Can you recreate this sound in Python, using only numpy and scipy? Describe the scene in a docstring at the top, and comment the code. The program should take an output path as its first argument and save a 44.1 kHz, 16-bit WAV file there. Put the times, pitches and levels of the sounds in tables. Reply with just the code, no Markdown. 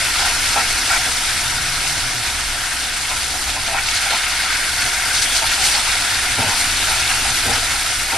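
"""Pineapple rings fry in bubbling caramel in a cast-iron pan on an electric stove, heard from close above.
Throughout: thousands of damped bubble rings a second over noise froth, flaring where syrup meets bare hot
iron; low rumble, hum and a faint pan tone. From 0.2 s a fork scrapes and knocks (stick-slip jolts drive pan
modes); from 0.5 s the pan shifts on its burner (the same on stove modes). At 1.3 s a dragged ring groans
(arching low tone), at 1.9 s the first loud syrup spit snaps (damped sine, spray); the fork resumes at 3.1 s."""
import sys
import numpy as np
from scipy import signal
from scipy.fft import rfft, irfft
from scipy.io import wavfile
from scipy.ndimage import uniform_filter1d

SR = 44100
rng = np.random.default_rng(int(sys.argv[2]) if len(sys.argv) > 2 else 0)


def inscribe(sig):
    """Save sig as 16-bit PCM at rate SR to the path in sys.argv[1].

    A 1-D sig is mono; a 2-D sig holds one channel per row.
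    Samples are clipped to [-1, 1] before scaling.
    """
    pcm = np.round(np.clip(np.atleast_2d(sig).T, -1, 1) * 32767)
    wavfile.write(sys.argv[1], SR, pcm.astype(np.int16))


N = 360297
TIME = np.arange(N) / SR
BINS = np.fft.rfftfreq(N, 1 / SR)

# frying strength: [t/s, bubbling strength/dB, fine spray strength/dB]
FRYING_STRENGTH = [(0.0, -23, -25.5), (0.55, -23, -26), (1.25, -24.5, -26.0), (1.6, -26.5, -27.5),
                   (2.3, -26.5, -28.5), (2.9, -27.5, -29.5), (3.35, -29, -28), (3.68, -27.6, -30.1),
                   (4.0, -23.5, -28.0), (4.48, -22, -28), (4.7, -26.5, -26), (5.1, -25.5, -26.5),
                   (5.85, -21.5, -25.5), (6.35, -23.7, -26.5), (6.7, -22.9, -25.5), (7.5, -23.5, -25.5),
                   (8.17, -26.5, -27)]
# sizzle colour: [f/Hz, relative level/dB]
SIZZLE_COLOUR = [(200, -12), (450, -15.5), (620, -14), (720, -8.5), (950, -11), (1180, -9.5), (1330, -2),
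                 (2300, -2), (2950, -4), (4600, -3.5), (5700, -5), (6900, -9.5), (9000, -7), (12000, -13)]
# resonances of the pan hollow: [f/Hz, width/Hz, lift/dB]
HOLLOW_RESONANCES = [(690, 45, 4.5), (801, 99, 9), (824, 20, -16.5), (946, 72, 6), (1066, 29, 5.5),
                     (1050, 39, -5), (1470, 280, 2.5), (1740, 83, -3), (2120, 130, 2.5)]
# weight of spray strength against bubbling strength at each pitch: [f/Hz, share 0-1]
SPRAY_FOLLOWING = [(2300, 0.42), (4200, 0.58), (7500, 1)]
# syrup pushed onto bare hot iron: [t/s, length/s, lift/dB, f/Hz]
SYRUP_FLARES = [(0.18, 0.14, 2, 3000), (0.465, 0.056, 1, 7000), (0.848, .12, 1.5, 5930),
                (1.864, .04, 2.5, 5000), (3.203, .06, 2, 4500), (3.493, .03, 3, 4500),
                (3.66, 0.035, 3.5, 4000), (3.856, 0.069, 3.5, 4500), (3.93, .05, 4, 5500),
                (4.093, 0.087, 2.5, 3800), (5.138, 0.063, 5, 5200), (5.214, 0.035, 6.5, 6000),
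                (5.315, .07, 4.8, 6200), (5.46, 0.086, 2.7, 4400), (5.6, .17, 3.5, 5070),
                (5.64, 0.069, 4.5, 10600), (6.555, 0.064, 3, 9000)]
# spells of ringing colour in the sizzle: [start t/s, end t/s, f/Hz, lift/dB]
RINGING_SPELLS = [(.1, 2.6, 5560, 2), (3.9, 5.1, 2150, 3.5), (4.25, 5.2, 1540, 4.5), (5.15, 5.5, 3280, 3),
                  (6.95, 7.3, 2700, 4.5)]
# fork strokes on the iron: [t/s, length/s, level before trim/dB, chatter at start f/Hz, bite 0-1]
FORK_STROKES = [(0.183, 0.13, -26.5, 830, 0), (0.554, .06, -17.5, 760, 1), (0.894, 0.086, -18.5, 1320, 0.4),
                (3.102, 0.035, -25.5, 850, .15), (3.556, .026, -25.5, 760, 0.3),
                (3.67, 0.084, -27.5, 760, 0), (3.731, 0.069, -20.5, 880, 1), (4.047, 0.024, -27.5, 800, 0),
                (4.105, 0.055, -22, 770, .35), (5.414, 0.03, -21.5, 802, 0.04),
                (5.57, 0.13, -28, 790, 0.06), (5.739, 0.042, -26, 790, 0.1), (6.376, 0.068, -22, 830, .1),
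                (6.46, 0.085, -25, 900, 0.25), (6.877, 0.062, -25, 880, 0.3),
                (7.24, 0.096, -27.5, 910, 0.3), (7.47, 0.095, -23.5, 756, 0.44),
                (7.742, 0.028, -31, 800, 0), (8.115, 0.066, -23.5, 850, .15)]
# pan modes: [f/Hz, relative level/dB, t60/s]
PAN_MODES = [(693, -0.5, 0.057), (748, 0, 0.12), (802, 3, 0.056), (919, -0.5, 0.11), (1022, -3.5, 0.14),
             (1330, 3, 0.073), (1426, 4, 0.034), (1560, 2.5, 0.017), (1900, 1.5, 0.023), (2263, 3.5, 0.033),
             (2580, 4, 0.032)]
# pan shifts on the burner: [t/s, length/s, level before trim/dB, chatter f/Hz]
PAN_SHIFTS = [(0.549, 0.096, -36, 500), (1.046, 0.051, -34, 260), (6.37, 0.132, -26, 172),
              (6.883, .025, -38, 330), (7.28, 0.043, -34, 160), (7.443, .075, -27, 330),
              (7.56, 0.021, -32, 420), (8.116, .05, -34, 570)]
# burner and stove-top modes: [f/Hz, relative level/dB, t60/s]
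STOVE_MODES = [(86.5, 4.5, 0.1), (113, 3.5, 0.078), (175, -2.5, 0.15), (252, 2, .08), (320, -7, 0.04),
               (364, 0, 0.13), (471, 1.5, 0.16), (550, -2, 0.065), (646, 5, 0.089)]
# loud single spits of syrup: [t/s, level before trim/dB, f/Hz]
SYRUP_SPITS = [(1.87, -13, 4200), (2.6517, -19, 3150), (3.5013, -13, 4010), (3.866, -13, 4330),
               (5.9034, -28, 2310), (7.0784, -10, 4000)]
# room rumble colour: [f/Hz, relative level/dB]
RUMBLE_COLOUR = [(4, -28), (14, -0.5), (24, 2.5), (40, -12.5), (60, -4.5), (82, -7), (100, -12),
                 (120, -7.5), (150, -29.5), (270, -16), (500, -28), (2000, -63)]
# room rumble strength: [t/s, level before trim/dB]
RUMBLE_STRENGTH = [(0.0, -35), (1.0, -33.5), (1.2, -38.8), (1.8, -34.5), (2.5, -35.5), (2.8, -40),
                   (3.6, -34), (4.3, -40.5), (4.7, -37), (5.9, -38.2), (6.45, -34), (6.75, -34),
                   (7.5, -32.4), (8.17, -39)]
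# steady low tones, the lowest a hum, the 260 Hz one a faint pan ring: [f/Hz, rms level/dB]
LOW_TONES = [(59, -43.5), (177, -74), (260, -61.5)]
# stereo width: [f/Hz, side gain/dB]
SIDE_GAIN = [(60, -14.5), (200, -12), (450, -14), (760, -13.5), (1080, -7.5), (1450, -19), (1800, -9.5),
             (2400, -10), (3000, -6.5), (4200, -9.5), (5400, -6.5), (6900, -1.5), (9500, -5.8),
             (12000, -6.5)]
# microphone mismatch: [f/Hz, left minus right level/dB]
MIC_LEVEL_LEAN = [(60, -.4), (800, 0), (1700, 0), (2400, 2.2), (3300, 0), (5300, -0.6), (6600, 1.5),
                  (7800, 2), (9500, 1.5), (12000, 1.5)]
# microphone mismatch: [f/Hz, phase lead of left/rad]
MIC_PHASE_LEAD = [(2500, -0.035), (2900, 0.2), (4800, 0), (6400, -0.77), (7400, -0.055), (8400, -.2),
                  (10000, 0)]

BUBBLING_BAND_HZ, SPRAY_BAND_HZ = (1300, 2700), (6500, 12000)
FLARE_RISE_S, FLARE_FALL_S, FLARE_OCTAVES = 0.0078, 0.027, 0.7
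RING_WIDTH_SHARE, RING_FADE_S = 0.089, 0.04  # width as a share of the pitch
CLIMB_OCTAVES, FORK_REACH_OCTAVES = 1.8, 0.36  # climb at full bite
SHIFT_REACH_OCTAVES = 0.66
GROAN_S, GROAN_LENGTH_S, GROAN_FADE_S, GROAN_TONE_DB = 1.28, 0.98, 0.049, -41.5
GROAN_END_HZ, GROAN_TOP_HZ = 96.5, 141
EDGE_HZ = 12080


def sizzle(froth_db=2, flutter_db=0.5, patchy_db=1):
    """Bursts over froth; low pitches blend bubbling and spray strength, the highest follow spray alone."""
    steam = bursts(per_s=4200, spread_db=3, cycles=2.0, clump_db=1.24, echo=0.96, echo_s=0.0071)
    steam = steam + amp(froth_db) * rng.standard_normal((2, N))
    steam = steam * amp(flutter_db * wander(45))
    hz, t, z = signal.stft(steam, SR, nperseg=1024, noverlap=768)

    colour_db = read(SIZZLE_COLOUR, hz)[:, None]
    colour_db = colour_db + sum(db * bell(hz, f, width) for f, width, db in HOLLOW_RESONANCES)
    for start, end, f, db in RINGING_SPELLS:
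        presence = gate(t - start, end - start, RING_FADE_S, RING_FADE_S)
        colour_db = colour_db + db * bell(hz, f, RING_WIDTH_SHARE * f) * presence
    # foam patches swell and collapse, each at its own pitch
    patches = uniform_filter1d(rng.standard_normal(z.shape[1:]), size=8, axis=1)
    patches = unit(uniform_filter1d(patches, size=9, axis=0))
    z = z * amp(colour_db + patchy_db * patches)

    s, bubbling_db, spray_db = np.transpose(FRYING_STRENGTH)
    mean_db = bubbling_db.mean()
    # the deepest gurgle follows the heat less closely
    following = read([(600, 0.24), (1400, 0.9)], hz)
    swing_db = np.outer(following, np.interp(t, s, bubbling_db) - mean_db)
    low_db = mean_db + swing_db - band_level(hz, z, BUBBLING_BAND_HZ)
    high_db = np.interp(t, s, spray_db) - band_level(hz, z, SPRAY_BAND_HZ)
    share = read(SPRAY_FOLLOWING, hz)[:, None]
    z = z * amp((1 - share) * low_db + share * high_db + flares(hz, t))
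    return signal.istft(z, SR, nperseg=1024, noverlap=768)[1][:, :N]


def bursts(per_s, spread_db, cycles, clump_db, echo, echo_s, count=28):
    """Bubbles of many sizes burst at random places, each a short damped ring; spectrum about flat."""
    t, out = np.arange(1024) / SR, np.zeros((2, N))
    for hz in np.geomspace(500, 12000, count):
        at, chance, size, place = rng.random((4, 8000))
        # small bubbles are the most numerous
        share = per_s * N / SR / count / len(at) * np.sqrt(hz / 3000)
        size_db = np.minimum(-spread_db * np.log(1 - size), 7.5)
        at = (at * N).astype(int)
        clump = amp(clump_db * np.tanh(wander(35)[at]))  # bursts come in clusters
        size = amp(size_db) * (chance < share) * clump * rng.choice([-1, 1], len(at))
        mid = np.bincount(at, size, N)
        side = np.bincount(at, size * np.sqrt(2) * np.cos(np.pi * place), N)
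        # pan wall and stove top throw each burst back within milliseconds
        walls = rng.standard_normal(len(t)) * np.exp(-t / echo_s)
        paths = (t == 0) + echo * walls / np.linalg.norm(walls)
        ring = np.convolve(np.exp(-t * hz / cycles) * np.sin(2 * np.pi * hz * t), paths)
        popping = signal.oaconvolve(np.array([mid, side]), ring[None], axes=1)[:, :N]
        out += np.sqrt(hz) * unit(popping)
    return unit(out)


def flares(hz, t):
    """Lift in dB: each flare catches quickly, holds and dies away in a broad band round its pitch."""
    lift_db = 0
    for s, length, db, pitch_hz in SYRUP_FLARES:
        band = np.exp(-0.5 * (np.log2((hz + 1) / pitch_hz) / FLARE_OCTAVES) ** 2)
        swell = gate(t - s, length + FLARE_FALL_S / 2, FLARE_RISE_S, FLARE_FALL_S)
        lift_db = lift_db + db * np.outer(band, swell)
    return lift_db


def fork(trim_db=-1):
    """The fork scrapes the iron and rings the pan; the harder it bites, the further the chatter climbs."""
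    out = np.zeros((2, N))
    for s, length, db, hz, bite in FORK_STROKES:
        stroke = scrape(PAN_MODES, length, hz, CLIMB_OCTAVES * bite, FORK_REACH_OCTAVES,
                        spill_db=-5, slips_per_s=1100, grit=0.4, ease=0.24, edge=0.1)
        add(out, s, amp(db + trim_db) * stroke)
    return out


def burner(trim_db=-1):
    """The pan judders on the burner and rings the stove top."""
    out = np.zeros((2, N))
    for s, length, db, hz in PAN_SHIFTS:
        judder = scrape(STOVE_MODES, length, hz, 0, SHIFT_REACH_OCTAVES,
                        spill_db=-1, slips_per_s=250, grit=0.097, ease=0.37, edge=0.19)
        add(out, s, amp(db + trim_db) * judder)
    return out


def scrape(modes, length_s, first_hz, climb_octaves, reach_octaves, spill_db, slips_per_s, grit, ease, edge):
    """Stick-slip jolts drive hardest the modes near the chatter pitch; rms 1 over the contact length."""
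    t = np.arange(SR // 6) / SR
    count = int(np.clip(length_s * SR, 64, len(t)))
    chance = rng.random(count)
    jolt = rng.standard_normal((2, count))
    progress = t[:count] / length_s
    pressure = signal.windows.tukey(count, edge) * np.exp(-ease * progress)  # lands hard, then eases
    slips = jolt * (grit + (chance < slips_per_s / SR)) * pressure
    chatter_hz = first_hz * 2 ** (climb_octaves * progress ** 2)  # climbs slowly at first
    sound = 0
    for k, (f, mode_db, t60) in enumerate(modes):
        nearness = np.exp(-0.5 * (np.log2(f / chatter_hz) / reach_octaves) ** 2)
        drive = slips * (amp(spill_db) + nearness)
        ring = (-1) ** k * amp(mode_db - 60 * t / t60) * np.sin(2 * np.pi * f * t) / np.sqrt(t60)
        sound = sound + signal.fftconvolve(drive, ring[None], axes=1)
    return sound * np.sqrt(count / np.sum(sound ** 2, 1, keepdims=True))


def spits(trim_db=-3, ring_s=0.0018, spray_db=-13, spray_s=0.004):
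    """A big bubble snaps, a damped sine, and throws a brief spray of noise."""
    out, t = np.zeros((2, N)), np.arange(1200) / SR
    for s, db, hz in SYRUP_SPITS:
        spray = np.diff(rng.standard_normal((2, len(t) + 1))) / 2 * np.exp(-t / spray_s)
        placing = np.array([[1], [rng.uniform(-0.83, 1)]])  # mid, side
        snap = np.sin(2 * np.pi * hz * t) * np.exp(-t / ring_s) * placing
        add(out, s, amp(db + trim_db) * (snap + amp(spray_db) * spray))
    return out


def groan(jitter=0.052, octave_db=-12, arch=0.5):
    """A ring dragged across the pan: an unsteady judder, pitch in one arch, over a dull rumble."""
    t = TIME - GROAN_S
    speed = np.sin(np.pi * np.clip(t / GROAN_LENGTH_S, 0, 1)) ** arch
    hz = GROAN_END_HZ + (GROAN_TOP_HZ - GROAN_END_HZ) * speed
    turn = 2 * np.pi * np.cumsum(hz * (1 + jitter * wander(50))) / SR
    tone = np.sqrt(2) * (np.sin(turn) + amp(octave_db) * np.sin(2 * turn + wander(30)))
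    dull = signal.butter(2, [55, 135], "band", fs=SR, output="sos")
    rumble = unit(signal.sosfilt(dull, rng.standard_normal(N)))
    return amp(GROAN_TONE_DB) * (tone + rumble) * gate(t, GROAN_LENGTH_S, GROAN_FADE_S, GROAN_FADE_S)


def kitchen(rumble_trim_db=1.5, surge_db=0.8):
    """Low, uneven room rumble of shaped noise, a slightly wavering low hum and a faint pan tone."""
    rumble = unit(irfft(rfft(rng.standard_normal((2, N))) * amp(read(RUMBLE_COLOUR, BINS)), N))
    level_db = np.interp(TIME, *np.transpose(RUMBLE_STRENGTH)) + rumble_trim_db
    out = rumble * amp(level_db + surge_db * wander(6.8))
    drift_rad = 0.4 * wander(4)
    for hz, db in LOW_TONES:
        out[0] += amp(db) * np.sqrt(2) * np.sin(2 * np.pi * hz * TIME + drift_rad)
    return out


def amp(db):
    """Decibels to gain."""
    return 10 ** (np.asarray(db) / 20)


def unit(x):
    """Scales to rms 1."""
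    return x / np.sqrt(np.mean(x ** 2) + 1e-20)


def read(points, hz):
    """Reads a spectrum on a log-frequency axis."""
    f, value = np.transpose(points)
    return np.interp(np.log(hz + 1), np.log(f + 1), value)


def add(mix, s, sound):
    """Mixes a sound in at time s."""
    part = mix[:, max(round(s * SR), 0):][:, :sound.shape[1]]
    part += sound[:, :part.shape[1]]


def wander(hz):
    """Slow chance of rms 1 that changes about hz times a second."""
    knots = rng.standard_normal(4000)
    return unit(np.interp(TIME * hz, np.arange(len(knots)), knots))


def bell(hz, centre_hz, width_hz):
    """Shape of a resonance, 1 at its centre, as a column."""
    return 1 / (1 + (2 * (hz[:, None] - centre_hz) / width_hz) ** 2)


def gate(t, length_s, rise_s, fall_s):
    """Attack, hold and release, from 0 to 1 and back."""
    return np.clip(np.minimum(t / rise_s, (length_s - t) / fall_s), 0, 1)


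def band_level(hz, z, band_hz):
    """Mean level in dB of one band of the mid channel's short-time spectra."""
    inside = (hz > band_hz[0]) & (hz < band_hz[1])
    power = np.mean(abs(z[0, inside]) ** 2, 1).sum()
    return 10 * np.log10(power * 4 / 3)  # one-sided spectrum, Hann window


def ports(pair):
    """Mid and side to left and right, the side weighted by frequency."""
    side = irfft(rfft(pair[1]) * amp(read(SIDE_GAIN, BINS)), N)
    return np.array([pair[0] + side, pair[0] - side])


def scene():
    """All sources as mid and side, then spread to the two channels."""
    pair = sizzle() + fork() + burner() + spits() + kitchen()
    pair[0] += groan()
    return ports(pair)


def record(dry):
    """Two slightly unlike microphones, then the band limit."""
    halves = [0.5, -0.5]
    level = amp(np.outer(halves, read(MIC_LEVEL_LEAN, BINS)))
    phase = np.exp(1j * np.outer(halves, read(MIC_PHASE_LEAD, BINS)))
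    heard = irfft(rfft(dry) * level * phase, N)
    lowpass = signal.firwin(1023, EDGE_HZ, window=("kaiser", 9), fs=SR)
    return signal.oaconvolve(heard, lowpass[None], "same")


dry = scene()
out = record(dry)
inscribe(out)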